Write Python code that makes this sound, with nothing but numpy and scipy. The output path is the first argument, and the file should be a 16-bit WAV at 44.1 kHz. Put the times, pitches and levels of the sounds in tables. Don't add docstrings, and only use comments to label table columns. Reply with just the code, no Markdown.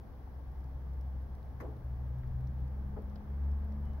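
import sys
import numpy as np
from scipy import signal
from scipy.fft import rfft, irfft
from scipy.io import wavfile

SR = 44100
rng = np.random.default_rng(int(sys.argv[2]) if len(sys.argv) > 2 else 0)


def transcribe(signal):
    frames = np.atleast_2d(signal).T
    limited = np.clip(frames, -1, 1)
    pcm = np.round(limited * 32767).astype(np.int16)
    wavfile.write(sys.argv[1], SR, pcm)


N = 176400
T = np.arange(N) / SR


def from_db(db):
    return 10 ** (np.asarray(db) / 20)


def unit_rms(x):
    return x / np.sqrt(np.mean(x ** 2) + 1e-20)


def in_time(rows):
    times, *columns = np.transpose(rows)
    return [np.interp(T, times, column) for column in columns]


def at_hz(points, hz):
    point_hz, values = np.transpose(points)
    return np.interp(np.log(hz), np.log(point_hz), values)


def drift(rate_hz):
    step = 40
    pole = np.exp(-2 * np.pi * rate_hz * step / SR)
    white = rng.standard_normal(N // step + 2002)
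    slow = signal.lfilter([1], [1, -2 * pole, pole * pole], white)[2000:]
    return np.interp(np.arange(N) / step, np.arange(len(slow)), unit_rms(slow))


def noise(colour):
    # frequency_hz, correlation
    likeness = [(60, 0.95), (150, 0.75), (320, 0.59), (700, 0.69), (1400, 0.14), (2800, 0), (12000, 0)]
    # frequency_hz, gain_db
    lean = [(60, 1.5), (130, 1), (350, -0.9), (700, 1.1), (2400, 0.85), (4400, 1.5), (8000, -0.7),
            (15000, -0.3)]
    hz = np.maximum(np.arange(N // 2 + 1) * SR / N, 1)
    skirts = np.minimum(hz / colour[0][0], 1) ** 2 * np.minimum(colour[-1][0] / hz, 1) ** 2
    alike = at_hz(likeness, hz)
    mid, side = rfft(rng.standard_normal((2, N)))
    pair = np.sqrt(1 + alike) * mid + np.sqrt(1 - alike) * side * [[1], [-1]]
    eq = from_db(at_hz(colour, hz) + at_hz(lean, hz) * [[1], [-1]])
    return unit_rms(irfft(pair * skirts * eq, N))


def tone(hz):
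    cycles = np.cumsum(hz + np.zeros(N)) / SR + rng.random()
    return np.sqrt(2) * np.sin(2 * np.pi * cycles)


def burst(start_s, attack_s, hold_s, t60_s):
    age = np.maximum(T - start_s, 0)
    decay_db = np.maximum(-60 * np.maximum(age - hold_s, 0) / t60_s, -200)
    return (1 - np.exp(-age / attack_s)) * from_db(decay_db)


def microphone_noise():
    # frequency_hz, relative_db
    hiss_colour = [(2500, 1), (4000, 1.5), (5800, 0.5), (6800, -7.5), (7900, -18), (9300, -6.5), (11500, 0),
                   (15500, 0.5)]
    # pitch_hz, level_db
    whines = [(7867, -112), (15734, -94)]
    return from_db(-77) * noise(hiss_colour) + sum(from_db(db) * tone(hz) for hz, db in whines)


def ventilation():
    # frequency_hz, relative_db
    air_colour = [(120, -1.5), (170, 0), (240, 5), (350, -3), (550, -4), (680, -5.5), (770, -4),
                  (830, -6.5), (880, -4), (980, -9.5), (1100, -8.5), (1430, -16), (1630, -13), (1800, -18),
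                  (2030, -20), (2200, -23), (2700, -31.5), (3350, -30.5), (3650, -37.5), (6000, -50)]
    # time_s, level_db
    air_levels = [(0, -58), (1.3, -57.5), (2.1, -57), (2.8, -56.5), (3.6, -55), (4, -55.5)]
    # pitch_hz, level_db
    fan_tones = [(424, -78), (499, -74.5), (770, -75), (874, -74.5)]
    fans = 0
    for hz, db in fan_tones:
        gain = from_db(db + 2.5 * drift(5))
        fans = fans + gain * np.array([tone(hz + 3 * drift(10)) for ear in range(2)])
    return noise(air_colour) * from_db(in_time(air_levels)[0]) + fans


def squeak():
    return from_db(-83) * tone(3015 + 35 * drift(80)) * burst(3.835, attack_s=.008, hold_s=.09, t60_s=.25)


def bump():
    # frequency_hz, relative_db
    bump_colour = [(22, -4.5), (32, -2.5), (48, -5)]
    return from_db(-41) * noise(bump_colour) * burst(2.23, attack_s=.02, hold_s=.13, t60_s=.34)


def taps():
    # start_s, level_db, centre_hz
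    tap_hits = [(0.274, -50.5, 710), (.641, -71, 5160), (2.234, -52, 1550), (2.473, -67.5, 4600),
                (3.159, -60, 3900), (3.158, -58, 1240), (3.722, -69, 4400)]
    out, width = 0, 1.247
    for start_s, db, hz in tap_hits:
        colour = [(hz / width ** 2, -16), (hz / width, -3), (hz, 0),
                  (hz * width, -3), (hz * width ** 2, -24)]
        envelope = burst(start_s, attack_s=.00071, hold_s=.00073, t60_s=.025)
        out = out + from_db(db) * noise(colour) * envelope
    return out


def ticks():
    # start_s, low_band_db, high_band_db
    tick_hits = [(.5189, -72, -63), (.6072, -68, -64), (0.6404, -69, -63), (0.935, -64.5, -61),
                 (1.011, -64, -59), (1.2212, -75, -63), (1.3524, -65, -60), (1.4289, -64, -62),
                 (1.767, -67, -63), (1.8463, -67, -62), (2.1865, -67, -63), (2.2763, -66, -64),
                 (2.408, -67, -63), (2.4721, -59.5, -63), (2.6042, -66, -65), (2.6797, -62, -64),
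                 (3.0217, -72, -60), (3.098, -65, -67), (3.1571, -59, -63), (3.4384, -70, -69.5),
                 (3.5143, -63, -66), (3.6464, -71, -58), (3.7226, -64, -64), (3.8549, -66, -60),
                 (3.9339, -65, -63)]
    start_s, low_db, high_db = np.transpose(tick_hits)
    spread_s, contact_db, left_db = .0008, -3.5, 1.2
    age = np.arange(2048) / SR
    bands = [signal.butter(2, hz, "band", fs=SR, output="sos") for hz in ((3200, 6460), (8900, 15200))]
    low, high = (signal.sosfilt(np.vstack([sos, sos]), signal.unit_impulse(len(age))) for sos in bands)
    note = np.sin(2 * np.pi * 5300 * age) * from_db(-17 - 60 * age / .018)
    delays_s = spread_s * (np.arange(3) + .5 * rng.random((len(start_s), 2, 3))) / 3
    onsets = ((start_s[:, None, None] + delays_s) * SR).astype(int)
    out = 0
    for shape, db in ((low / np.abs(low).max() + note, low_db), (high / np.abs(high).max(), high_db)):
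        contacts = np.zeros((2, N))
        for ear in range(2):
            contacts[ear, onsets[:, ear]] = from_db(db + contact_db)[:, None]
        out = out + signal.fftconvolve(contacts, shape[None])[:, :N]
    return out * from_db([[left_db], [-left_db]])


def knocks():
    # start_s, body_db, crack_db, cutoff_hz, swell_s, hold_s, t60_s, mode_tilt_db_per_octave
    knock_hits = [(1.6014, -41, -50, 14000, 0.019, 0.018, 0.43, -3.5),
                  (2.9626, -47.5, -54, 1050, 0.0025, 0.024, 0.19, 6.5)]
    # pitch_hz, relative_db
    knock_modes = [(335, -6), (425, 1.5), (497, 0), (585, -8), (650, -3.5), (824, -5)]
    # frequency_hz, relative_db
    body_colour = [(150, -12.5), (300, 6.5), (450, 4), (750, -5), (1100, -9.5), (2000, -30.5), (3000, -35),
                   (6000, -48), (14000, -45)]
    # frequency_hz, relative_db
    crack_colour = [(200, -13), (500, -6), (1100, 9), (1500, 3), (2000, 3), (2900, -18.5), (4500, -21),
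                    (6200, -17), (8000, -32), (13000, -15), (16000, -24)]
    modes_db, hall_db = -3.5, -13
    out, crack, body, hall = 0, noise(crack_colour), noise(body_colour), noise(body_colour)
    for start_s, body_db, crack_db, cutoff_hz, swell_s, hold_s, t60_s, tilt in knock_hits:
        modes = sum(from_db(db + tilt * np.log2(hz)) * tone(hz + 5 * drift(17.9))
                    for hz, db in knock_modes)
        ring = unit_rms(body + from_db(modes_db) * unit_rms(modes))
        ring *= burst(start_s, swell_s, hold_s, t60_s)
        tail = from_db(hall_db) * hall * burst(start_s, attack_s=.018, hold_s=hold_s, t60_s=.9)
        snap = from_db(crack_db) * crack * burst(start_s, attack_s=.00058, hold_s=.011, t60_s=.089)
        hit = from_db(body_db) * (ring + tail) + snap
        softening = signal.butter(2, cutoff_hz, fs=SR, output="sos")
        out = out + signal.sosfilt(softening, hit + 1e-18)
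    return out


def engines():
    # time_s, firing_hz
    firing_rates = [(0, 65.02), (.8, 65.9), (1.5, 65.38), (2.4, 66.87), (3.0, 68.44), (3.5, 70.34),
                    (3.75, 71.8), (4, 71.1)]
    # time_s, level_db
    first_levels = [(0.0, -45.5), (0.1, -96), (0.13, -49), (1.14, -37.5), (1.44, -46), (1.77, -44),
                    (1.8, -66), (1.85, -40), (2.14, -38.5), (2.29, -46.5), (2.34, -40.5), (2.65, -36.5),
                    (3.19, -45.5), (3.22, -55), (3.31, -38.5), (3.51, -31.5), (3.64, -36.5), (4.0, -37.5)]
    second_levels = [(0, -72), (.45, -65), (0.619, -54.5), (1.15, -55), (1.4, -60.5), (2.9, -69),
                     (3.3, -51.5), (3.52, -50.5), (3.679, -61.5), (3.82, -48), (4, -60.5)]
    third_levels = [(0, -75), (2.3, -66.5), (2.7, -58.5), (2.93, -52), (3.3, -54.5), (3.55, -55.5),
                    (3.749, -47), (4, -59.5)]
    # time_s, firing_hz, level_db
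    other_engine = [(1.2, 124, -64), (1.55, 122.9, -53), (1.85, 122.6, -48), (2.1, 125.2, -44),
                    (2.42, 126.8, -39), (2.54, 129.4, -46.5), (2.63, 129, -42), (2.78, 131.3, -54.5),
                    (2.9, 134.3, -45.5), (3.05, 136, -68)]
    # frequency_hz, relative_db
    rumble_colour = [(15, -12), (26, -2.5), (32, -6), (40, -1.5), (50, 4.5), (65, -3), (88, -3), (105, -9),
                     (135, -9.5), (165, -9.5), (190, -16.5), (350, -32)]
    # time_s, level_db
    rumble_levels = [(0, -52.5), (.5, -49), (1.3, -46), (1.75, -47.5), (1.92, -47.5), (2.1, -44.5),
                     (2.55, -44.5), (3.22, -45.5), (3.6, -47.5), (4, -44)]
    waver_hz, waver_db, left_db = .2, .4, .55
    firing_hz = in_time(firing_rates)[0] + waver_hz * drift(5.1)
    drone = 0
    for harmonic, levels in enumerate((first_levels, second_levels, third_levels), start=1):
        drone = drone + tone(harmonic * firing_hz) * from_db(in_time(levels)[0] + waver_db * drift(11))
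    other_hz, other_db = in_time(other_engine)
    drone = drone + tone(other_hz) * from_db(other_db + waver_db * drift(18))
    rumble = noise(rumble_colour) * from_db(in_time(rumble_levels)[0])
    return drone * from_db([[left_db], [-left_db]]) + rumble


def scene():
    return engines() + bump() + ventilation() + knocks() + taps() + squeak() + ticks() + microphone_noise()


def record(dry):
    cutoff_hz = 15850
    return signal.sosfilt(signal.ellip(12, .1, 80, cutoff_hz, fs=SR, output="sos"), dry)


dry = scene()
out = record(dry)
transcribe(out)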